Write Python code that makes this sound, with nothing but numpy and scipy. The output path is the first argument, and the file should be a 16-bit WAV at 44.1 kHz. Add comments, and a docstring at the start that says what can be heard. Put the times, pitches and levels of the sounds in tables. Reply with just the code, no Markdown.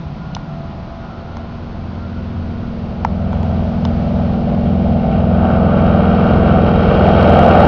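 """Wind rumbles on the microphone over a far-off drone and a thin propeller whine and buzz.
A nine-cylinder radial-engined aircraft is climbing from a runway towards the listener at steady revs.
Its blades hum and its exhaust, a mix of engine tones and puffs of gas, swells and opens into a rasp.
The hand-held camera knocks a few times, and the hardest, closest firings overload the microphone."""
import sys
import numpy as np
from scipy import signal
from scipy.fft import rfft, irfft, next_fast_len
from scipy.io import wavfile

SR = 44100
rng = np.random.default_rng(int(sys.argv[2]) if len(sys.argv) > 2 else 0)


def wav_record(signal):
    """Record a signal, one row per channel, as 16-bit PCM in the file named by sys.argv[1]."""
    frames = np.transpose(np.atleast_2d(signal))
    bounded = np.clip(frames, -1, 1)
    # unit amplitude maps onto the largest positive 16-bit level
    quanta = np.round(bounded * 32767).astype(np.int16)
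    wavfile.write(sys.argv[1], SR, quanta)


N = 338247
TIME = np.arange(N) / SR
CYLINDERS = 9


def from_db(db):
    """Decibels to gain."""
    return np.exp(np.asarray(db) * (np.log(10) / 20))


def rms_one(x):
    """Scale to unit rms."""
    return x / np.sqrt(np.mean(x ** 2) + 1e-20)


def curve(rows):
    """Join breakpoints into a value at every sample."""
    return np.interp(TIME, *np.transpose(rows))


def ramp(start_s, length_s):
    """A straight rise from 0 to 1."""
    return np.clip((TIME - start_s) / length_s, 0, 1)


def swell_and_fade(peak_s, peak_db, rise_db_per_s, fade_db_per_s):
    """Gain that climbs to a peak and sinks again."""
    past_peak = TIME - peak_s
    return from_db(peak_db + np.minimum(rise_db_per_s * past_peak, -fade_db_per_s * past_peak))


def follow(levels, near_db, depth):
    """Gain that rides a level curve, its moves scaled by depth; near_db when the source is close by."""
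    close_by_db = -13
    return from_db(near_db + depth * (curve(levels) - close_by_db))


def blend(clean, rough, share):
    """Mix two unit-rms sounds; share is the clean one's part of the power."""
    share = np.clip(share, 0, 1)
    return np.sqrt(share) * clean + np.sqrt(1 - share) * rough


def drift(rate):
    """A smooth random wobble of spread 1 that changes about rate times a second."""
    step, run_in = 100, 2000
    r = np.exp(-2 * np.pi * rate * step / SR)
    white = rng.standard_normal(N // step + run_in + 2)
    slow = rms_one(signal.lfilter([1], [1, -2 * r, r * r], white)[run_in:])
    return np.interp(np.arange(N) / step, np.arange(len(slow)), slow)


def coloured(x, spectrum):
    """Shape a sound with an EQ curve that rolls off beyond its ends; rms 1."""
    size = next_fast_len(N)
    hz, db = np.transpose(spectrum)
    log_hz = np.log(np.maximum(np.fft.rfftfreq(size, 1 / SR), 1))
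    gain = from_db(np.interp(log_hz, np.log(hz), db))
    skirts = np.exp(-4 * np.abs(log_hz - np.clip(log_hz, np.log(hz[0]), np.log(hz[-1]))))
    return rms_one(irfft(rfft(x, size) * gain * skirts, size)[:N])


def noise(spectrum):
    """Steady coloured noise."""
    return coloured(rng.standard_normal(N), spectrum)


def tones(cycles, orders, flicker_db, flicker_hz, wander_rad):
    """Harmonics of a rotation, each wavering in level and phase in turbulent air; rms 1."""
    out, angle = np.zeros(N), 2 * np.pi * (cycles % 1)
    for multiple, db in orders:
        k = round(multiple)
        stagger = 2 * np.pi * k * k / CYLINDERS  # keeps them from piling up in one beat
        phase = k * angle + stagger + wander_rad * drift(3.1)
        out += from_db(db + flicker_db * drift(flicker_hz)) * np.sin(phase)
    return rms_one(out)


def struck(times, levels_db, modes, grit_db, grit_s):
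    """Clicks with brief gritty tails ring damped modes, neighbours in opposite polarity."""
    clicks, out = np.zeros(N), np.zeros(N)
    clicks[np.round(times * SR).astype(int)] = from_db(levels_db)
    tail = signal.lfilter([1], [1, -np.exp(-1 / (grit_s * SR))], clicks + 1e-18)
    force = clicks + from_db(grit_db) * tail * np.diff(rng.standard_normal(N + 1))
    for k, (hz, db, t60) in enumerate(modes):
        r, w = from_db(-60 / (t60 * SR)), 2 * np.pi * hz / SR
        ring = signal.lfilter([0, np.sin(w)], [1, -2 * r * np.cos(w), r * r], force)
        out += (-1) ** k * from_db(db) * ring
    return out


# The colour of open air. Each row: frequency in Hz, relative level in dB.
AIR_EQ = [(200, -7), (320, 1), (450, -7), (650, -14), (1000, -5), (1450, -12.5), (1750, -17), (2900, -19.5),
          (4500, -24), (5600, -31.5), (6500, -39), (7500, -52)]

def air_hiss():
    """A smooth bed of hiss that lifts after the loudest knock, holds and settles."""
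    lift = ramp(3.3, 0.21) - ramp(4.14, 0.94)
    return from_db(-38.5 + 2.5 * lift) * noise(AIR_EQ)


# The colour of the wind. Each row: frequency in Hz, relative level in dB.
WIND_EQ = [(10, -9), (25, -2.5), (55, 2), (100, 2.5), (180, -11), (280, -13), (600, -48.5)]

def wind():
    """Lumpy rumble on the microphone from a steadily freshening wind."""
    start_db, rise_db_per_s = -33.5, 1.6
    lumps_db = 2.0 * drift(21)
    return from_db(start_db + rise_db_per_s * TIME + lumps_db) * noise(WIND_EQ)


# Bumps of the hand. Each row: start in seconds, knock strength in dB, tick strength in dB.
KNOCKS = [(.3492, -42, -13.5), (0.3659, -24, -56), (1.369, -27.5, -31), (3.0486, -9, -32.5),
          (3.330, -23, -45), (3.431, -23, -49), (3.851, -19.5, -16.5)]
# The case's knock and its plastic tick. Each row: frequency in Hz, gain in dB, 60 dB decay in seconds.
BODY_MODES = [(895, 11.5, 0.012), (1150, -7.5, 0.0056), (1320, -14.5, 0.06), (1840, -7, 0.011),
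              (2070, -7, 0.011)]
TICK_MODES = [(2930, -7.5, 0.018), (3550, -11.5, 0.018), (3970, -13.5, 0.018), (4250, -14.5, 0.016),
              (5050, -7.5, 0.007), (6100, -8, 0.0044), (6500, -16.5, 0.012)]

def handling():
    """The camera's case knocks and ticks in the hand; it is too small to radiate bass."""
    times, knock_db, tick_db = np.transpose(KNOCKS)
    knocks = struck(times, knock_db, BODY_MODES, grit_db=-10.0, grit_s=0.0012)
    ticks = struck(times, tick_db, TICK_MODES, grit_db=-20.5, grit_s=0.0015)
    return signal.sosfilt(signal.butter(4, 740, "high", fs=SR, output="sos"), knocks + ticks)


# The blades' hum, throbbing on its way through the air. Each row: time in seconds, relative level in dB.
PROPELLER_LEVEL = [(0.0, -57), (0.72, -40), (2.41, -24.5), (2.73, -33), (3.1, -21), (3.63, -19.5),
                   (3.82, -33), (3.87, -18), (4.06, -25), (4.25, -17.5), (4.55, -39), (4.57, -21.5),
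                   (4.98, -19), (5.04, -36), (5.19, -19), (7.11, -18.5), (7.22, -14.5), (7.67, -17)]
# Their low whine and thin buzz. Each row: multiple of the blade rate, relative level in dB.
WHINE_ORDERS = [(6, -16.5), (7, -11.5), (8, 5), (9, -1.5), (10, -2.5), (12, -6)]
BUZZ_ORDERS = [(15, -7), (16, -0.5), (17, 0), (18, -12.5), (19, -14)]

def propeller(cycles):
    """The blades hum; their upper harmonics stand out only at long range, the buzz lingering longest."""
    blade_order = 4  # two blades, two revolutions per engine cycle
    hum = tones(cycles, [(blade_order, 0)], flicker_db=0.5, flicker_hz=11.0, wander_rad=0.31)
    hum *= from_db(curve(PROPELLER_LEVEL) - 0.5)
    whine = tones(cycles * blade_order, WHINE_ORDERS, flicker_db=2.5, flicker_hz=8.2, wander_rad=0.5)
    whine *= swell_and_fade(peak_s=1.0, peak_db=-37, rise_db_per_s=5, fade_db_per_s=11)
    buzz = tones(cycles * blade_order, BUZZ_ORDERS, flicker_db=4.0, flicker_hz=5.1, wander_rad=1.0)
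    buzz *= swell_and_fade(peak_s=1.6, peak_db=-45.5, rise_db_per_s=3, fade_db_per_s=4.5)
    return hum + whine + buzz


# The fader on the engine's hum. Each row: time in seconds, relative level in dB.
ENGINE_HUM_LEVEL = [(0, -42), (0.95, -40.5), (1.1, -38.5), (1.9, -34.5), (2.45, -31), (3.0, -30.5),
                    (3.8, -24), (5.3, -21), (6.55, -19.5), (7.05, -23), (7.4, -20), (7.67, -19.5)]

def engine_hum(cycles):
    """The eleventh engine order carries further than the rest and levels off early."""
    hum = tones(cycles, [(11, 0)], flicker_db=0.65, flicker_hz=6.0, wander_rad=0.06)
    return from_db(curve(ENGINE_HUM_LEVEL) + 1.23) * hum


def puffs(cycles, repeat_share, sharpness, uneven_db, scatter_db):
    """One puff of gas per firing: part repeats every engine cycle, part is fresh turbulence."""
    size = 2048
    repeating = np.interp(cycles % 1 * size, np.arange(size), rng.standard_normal(size))
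    gas = blend(rms_one(repeating), rng.standard_normal(N), repeat_share)
    firing = cycles * CYLINDERS
    number = firing.astype(int)
    cylinder_db = uneven_db * rms_one(rng.standard_normal(CYLINDERS))
    firing_db = scatter_db * rng.standard_normal(N // CYLINDERS)
    strength = from_db(cylinder_db[number % CYLINDERS] + firing_db[number])
    return gas * strength * np.exp(-sharpness * (firing % 1))


# The engine's pitched core. Each row: multiple of the cycle rate, relative level in dB.
ENGINE_ORDERS = [(1, -23), (2, -24), (3, -5.5), (5, -14), (6, -14.5), (7, -5), (8, -5.5), (9, 0), (10, -9),
                 (12, -18), (13, -16), (14, -32), (15, -9.5), (16, -9.5), (17, -20), (18, -10.5), (19, -12),
                 (20, -8), (21, -21), (22, -4), (23, -22.5), (24, -17), (25, -10), (26, -16.5), (27, -8.5),
                 (28, -12.5), (29, -14.5), (30, -15.5), (31, -5), (32, -14.5), (33, -10.5), (34, -19.5),
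                 (35, -11.5), (36, -12.5), (37, -23)]

def engine_tones(cycles, lowest, highest, **waver):
    """Unequal cylinders sound multiples of the engine cycle; play one range of them."""
    orders = [(k, db) for k, db in ENGINE_ORDERS if lowest <= round(k) <= highest]
    return tones(cycles, orders, **waver)


# The bass, which arrives early and then holds. Each row: time in seconds, relative level in dB.
BASS_LEVEL = [(0, -28), (0.5, -27), (1.15, -35), (2.1, -28.5), (3.0, -25.5), (3.1, -20.5), (4.4, -16),
              (5.8, -13), (7.67, -12.5)]
# The colours of the rumble and the scattered drone. Each row: frequency in Hz, relative level in dB.
RUMBLE_EQ = [(45, -16), (62, 1), (85, -2), (125, 0), (165, 0.5), (205, -7), (250, -6.5)]
DRONE_EQ = [(45, -23), (70, -7.5), (100, -2.5), (135, 6.5), (175, 7.5), (225, -4), (260, -14.5),
            (400, -31.5)]

def rumble_and_drone(cycles):
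    """Uneven firings shake out a rumble under a drone that, from far away, is scattered into noise."""
    gas = puffs(cycles, repeat_share=0.04, sharpness=0.8, uneven_db=-3.0, scatter_db=1.5)
    rumble = follow(BASS_LEVEL, near_db=-23.0, depth=1.08) * coloured(gas, RUMBLE_EQ)
    pitched = engine_tones(cycles, 1, 12, flicker_db=1.33, flicker_hz=5.1, wander_rad=0.018)
    clearness = curve([(0, 0.059), (2.7, 1)])
    drone = blend(pitched, noise(DRONE_EQ), clearness)
    return rumble + follow(BASS_LEVEL, near_db=-14.0, depth=0.99) * drone


# The growl's rise as the range closes. Each row: time in seconds, level in dB.
GROWL_LEVEL = [(0, -52.5), (2.1, -39.5), (3.1, -35.5), (4.1, -31), (5.05, -27), (5.7, -22.5), (6.75, -18),
               (7.25, -16.5), (7.67, -15)]
# The colour of its gas. Each row: frequency in Hz, relative level in dB.
GROWL_EQ = [(200, -20.5), (280, -3.5), (350, 0.5), (420, -4), (520, -3), (640, -26.5)]

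def growl(cycles):
    """The exhaust's low mids: turbulent gas, with tones that come through later than the drone's."""
    pitched = engine_tones(cycles, 13, 24, flicker_db=1.43, flicker_hz=6.2, wander_rad=0.15)
    gas = puffs(cycles, repeat_share=0.49, sharpness=0.96, uneven_db=3.5, scatter_db=-1.0)
    clearness = 0.59 * ramp(2.52, 0.28)
    return from_db(curve(GROWL_LEVEL)) * blend(pitched, coloured(gas, GROWL_EQ), clearness)


# The surging approach of bark and rasp. Each row: time in seconds, relative level in dB.
MID_LEVEL = [(0, -44), (2.5, -41), (2.9, -36), (3.25, -30), (4.7, -26), (5.45, -20.5), (5.9, -19),
             (6.85, -18.5), (7.05, -14), (7.21, -14), (7.26, -12), (7.67, -9.5)]
# The colour of the bark's gas. Each row: frequency in Hz, relative level in dB.
BARK_EQ = [(430, -27.5), (550, -4.5), (588, 7.5), (625, 0.5), (690, 3.5), (760, 1.5), (850, -1.5),
           (940, -16), (1300, -29.5)]

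def bark(cycles):
    """The exhaust's midrange: half the highest engine orders, half turbulence."""
    pitched = engine_tones(cycles, 25, np.inf, flicker_db=2.5, flicker_hz=5.0, wander_rad=0.42)
    gas = puffs(cycles, repeat_share=0.028, sharpness=1.1, uneven_db=1.2, scatter_db=1.54)
    gain = follow(MID_LEVEL, near_db=-12.5, depth=0.98)
    return gain * blend(pitched, coloured(gas, BARK_EQ), share=0.49)


# The colour of the rasp. Each row: frequency in Hz, relative level in dB.
RASP_EQ = [(750, -11.5), (950, -4), (1150, 0.5), (1370, 2), (1530, -2.5), (1680, -17.5), (2000, -22.5),
           (2600, -49.5)]

def rasp(cycles):
    """Puffs in the upper mids that open up as the aircraft climbs clear of the ground."""
    opening_db = -9 * (1 - ramp(5.06, 0.46))
    gain = follow(MID_LEVEL, near_db=-21.5, depth=0.76) * from_db(opening_db)
    gas = puffs(cycles, repeat_share=0.4, sharpness=0.7, uneven_db=-0.2, scatter_db=-1.0)
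    return gain * coloured(gas, RASP_EQ)


# The crackle, which only carries at close range. Each row: time in seconds, relative level in dB.
CRACKLE_LEVEL = [(0, -81), (3, -53.5), (4.6, -46), (5.4, -41.5), (6.1, -36), (6.6, -36), (7.2, -29.5),
                 (7.52, -29), (7.67, -29.5)]
# Its colour. Each row: frequency in Hz, relative level in dB.
CRACKLE_EQ = [(1400, -36), (1800, 1.5), (1920, 0), (2020, -9), (2130, 1), (2250, 2), (2600, 0.5),
              (2950, 2.5), (3200, 3), (3450, -11), (3750, -6.5), (4300, -13), (5200, -18), (6500, -33),
              (8000, -47.5)]

def crackle(cycles):
    """The top edge of the puffs, comb-filtered by an inverted reflection close to the microphone."""
    notch_spacing_hz = 502.5
    gas = puffs(cycles, repeat_share=0.33, sharpness=0.67, uneven_db=-1.1, scatter_db=-0.6)
    reflection = -0.26 * np.interp(TIME - 1 / notch_spacing_hz, TIME, gas)
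    return from_db(curve(CRACKLE_LEVEL)) * coloured(gas + reflection, CRACKLE_EQ)


# Accents in the exhaust. Each row: time of the peak in seconds, strength in dB.
HARD_FIRINGS = [(5.453, -5.5), (5.687, -11), (6.311, -5), (6.683, -7), (7.011, -4), (7.059, -10),
                (7.152, -2.5), (7.228, -5), (7.296, -11), (7.334, 0), (7.392, 1), (7.450, -4.5), (7.554, 0),
                (7.577, -4), (7.648, 0)]
# The pipe's resonances. Each row: frequency in Hz, gain in dB, half-width of the burst in seconds.
PIPE_MODES = [(200, -6, 0.0026), (695, -3, 0.0017), (1366, -14, 0.0012), (2800, -21.5, 0.00084)]

def hard_firings():
    """Now and then a cylinder fires harder: the exhaust pipe thumps and barks for a moment."""
    out = np.zeros(N)
    for peak_s, db in HARD_FIRINGS:
        for hz, mode_db, width_s in PIPE_MODES:
            near = np.abs(TIME - peak_s) < 4 * width_s
            since = TIME[near] - peak_s
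            envelope = from_db(db + mode_db) * np.exp(-(since / width_s) ** 2)
            out[near] += envelope * np.cos(2 * np.pi * hz * since)
    return out


# The nearly steady revs. Each row: time in seconds, four-stroke cycles per second.
ENGINE_SPEED = [(0, 20.9), (1.1, 21.0), (2.05, 21.56), (2.9, 21.18), (3.5, 21.15), (4.35, 21.3),
                (5.5, 21.2), (6.5, 21.28), (7.67, 21.3)]

def aircraft():
    """Propeller and exhaust, both locked to the crankshaft, with single hard firings on top."""
    cycles = np.cumsum(curve(ENGINE_SPEED)) / SR
    blades = propeller(cycles)
    body = rumble_and_drone(cycles) + growl(cycles) + bark(cycles)
    treble = rasp(cycles) + crackle(cycles)
    gusts = from_db(drift(7.1))  # moving air along the path shakes the treble most
    return blades + body + gusts * treble + engine_hum(cycles) + hard_firings()


def scene():
    """Everything that reaches the one microphone."""
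    return (aircraft() + wind() + air_hiss() + handling())[None]


def record(dry):
    """A dull microphone, rounded peaks that overload at full scale, and the top cut."""
    mic_top_hz, cutoff_hz = 7100, 15500
    knee, headroom = 0.7, 0.52
    dull = signal.sosfilt(signal.butter(14, mic_top_hz, fs=SR, output="sos"), dry)
    clean = np.clip(dull, -knee, knee)
    rounded = clean + headroom * np.tanh((dull - clean) / headroom)
    return signal.sosfilt(signal.butter(12, cutoff_hz, fs=SR, output="sos"), np.clip(rounded, -1, 1))


dry = scene()
out = record(dry)
wav_record(out)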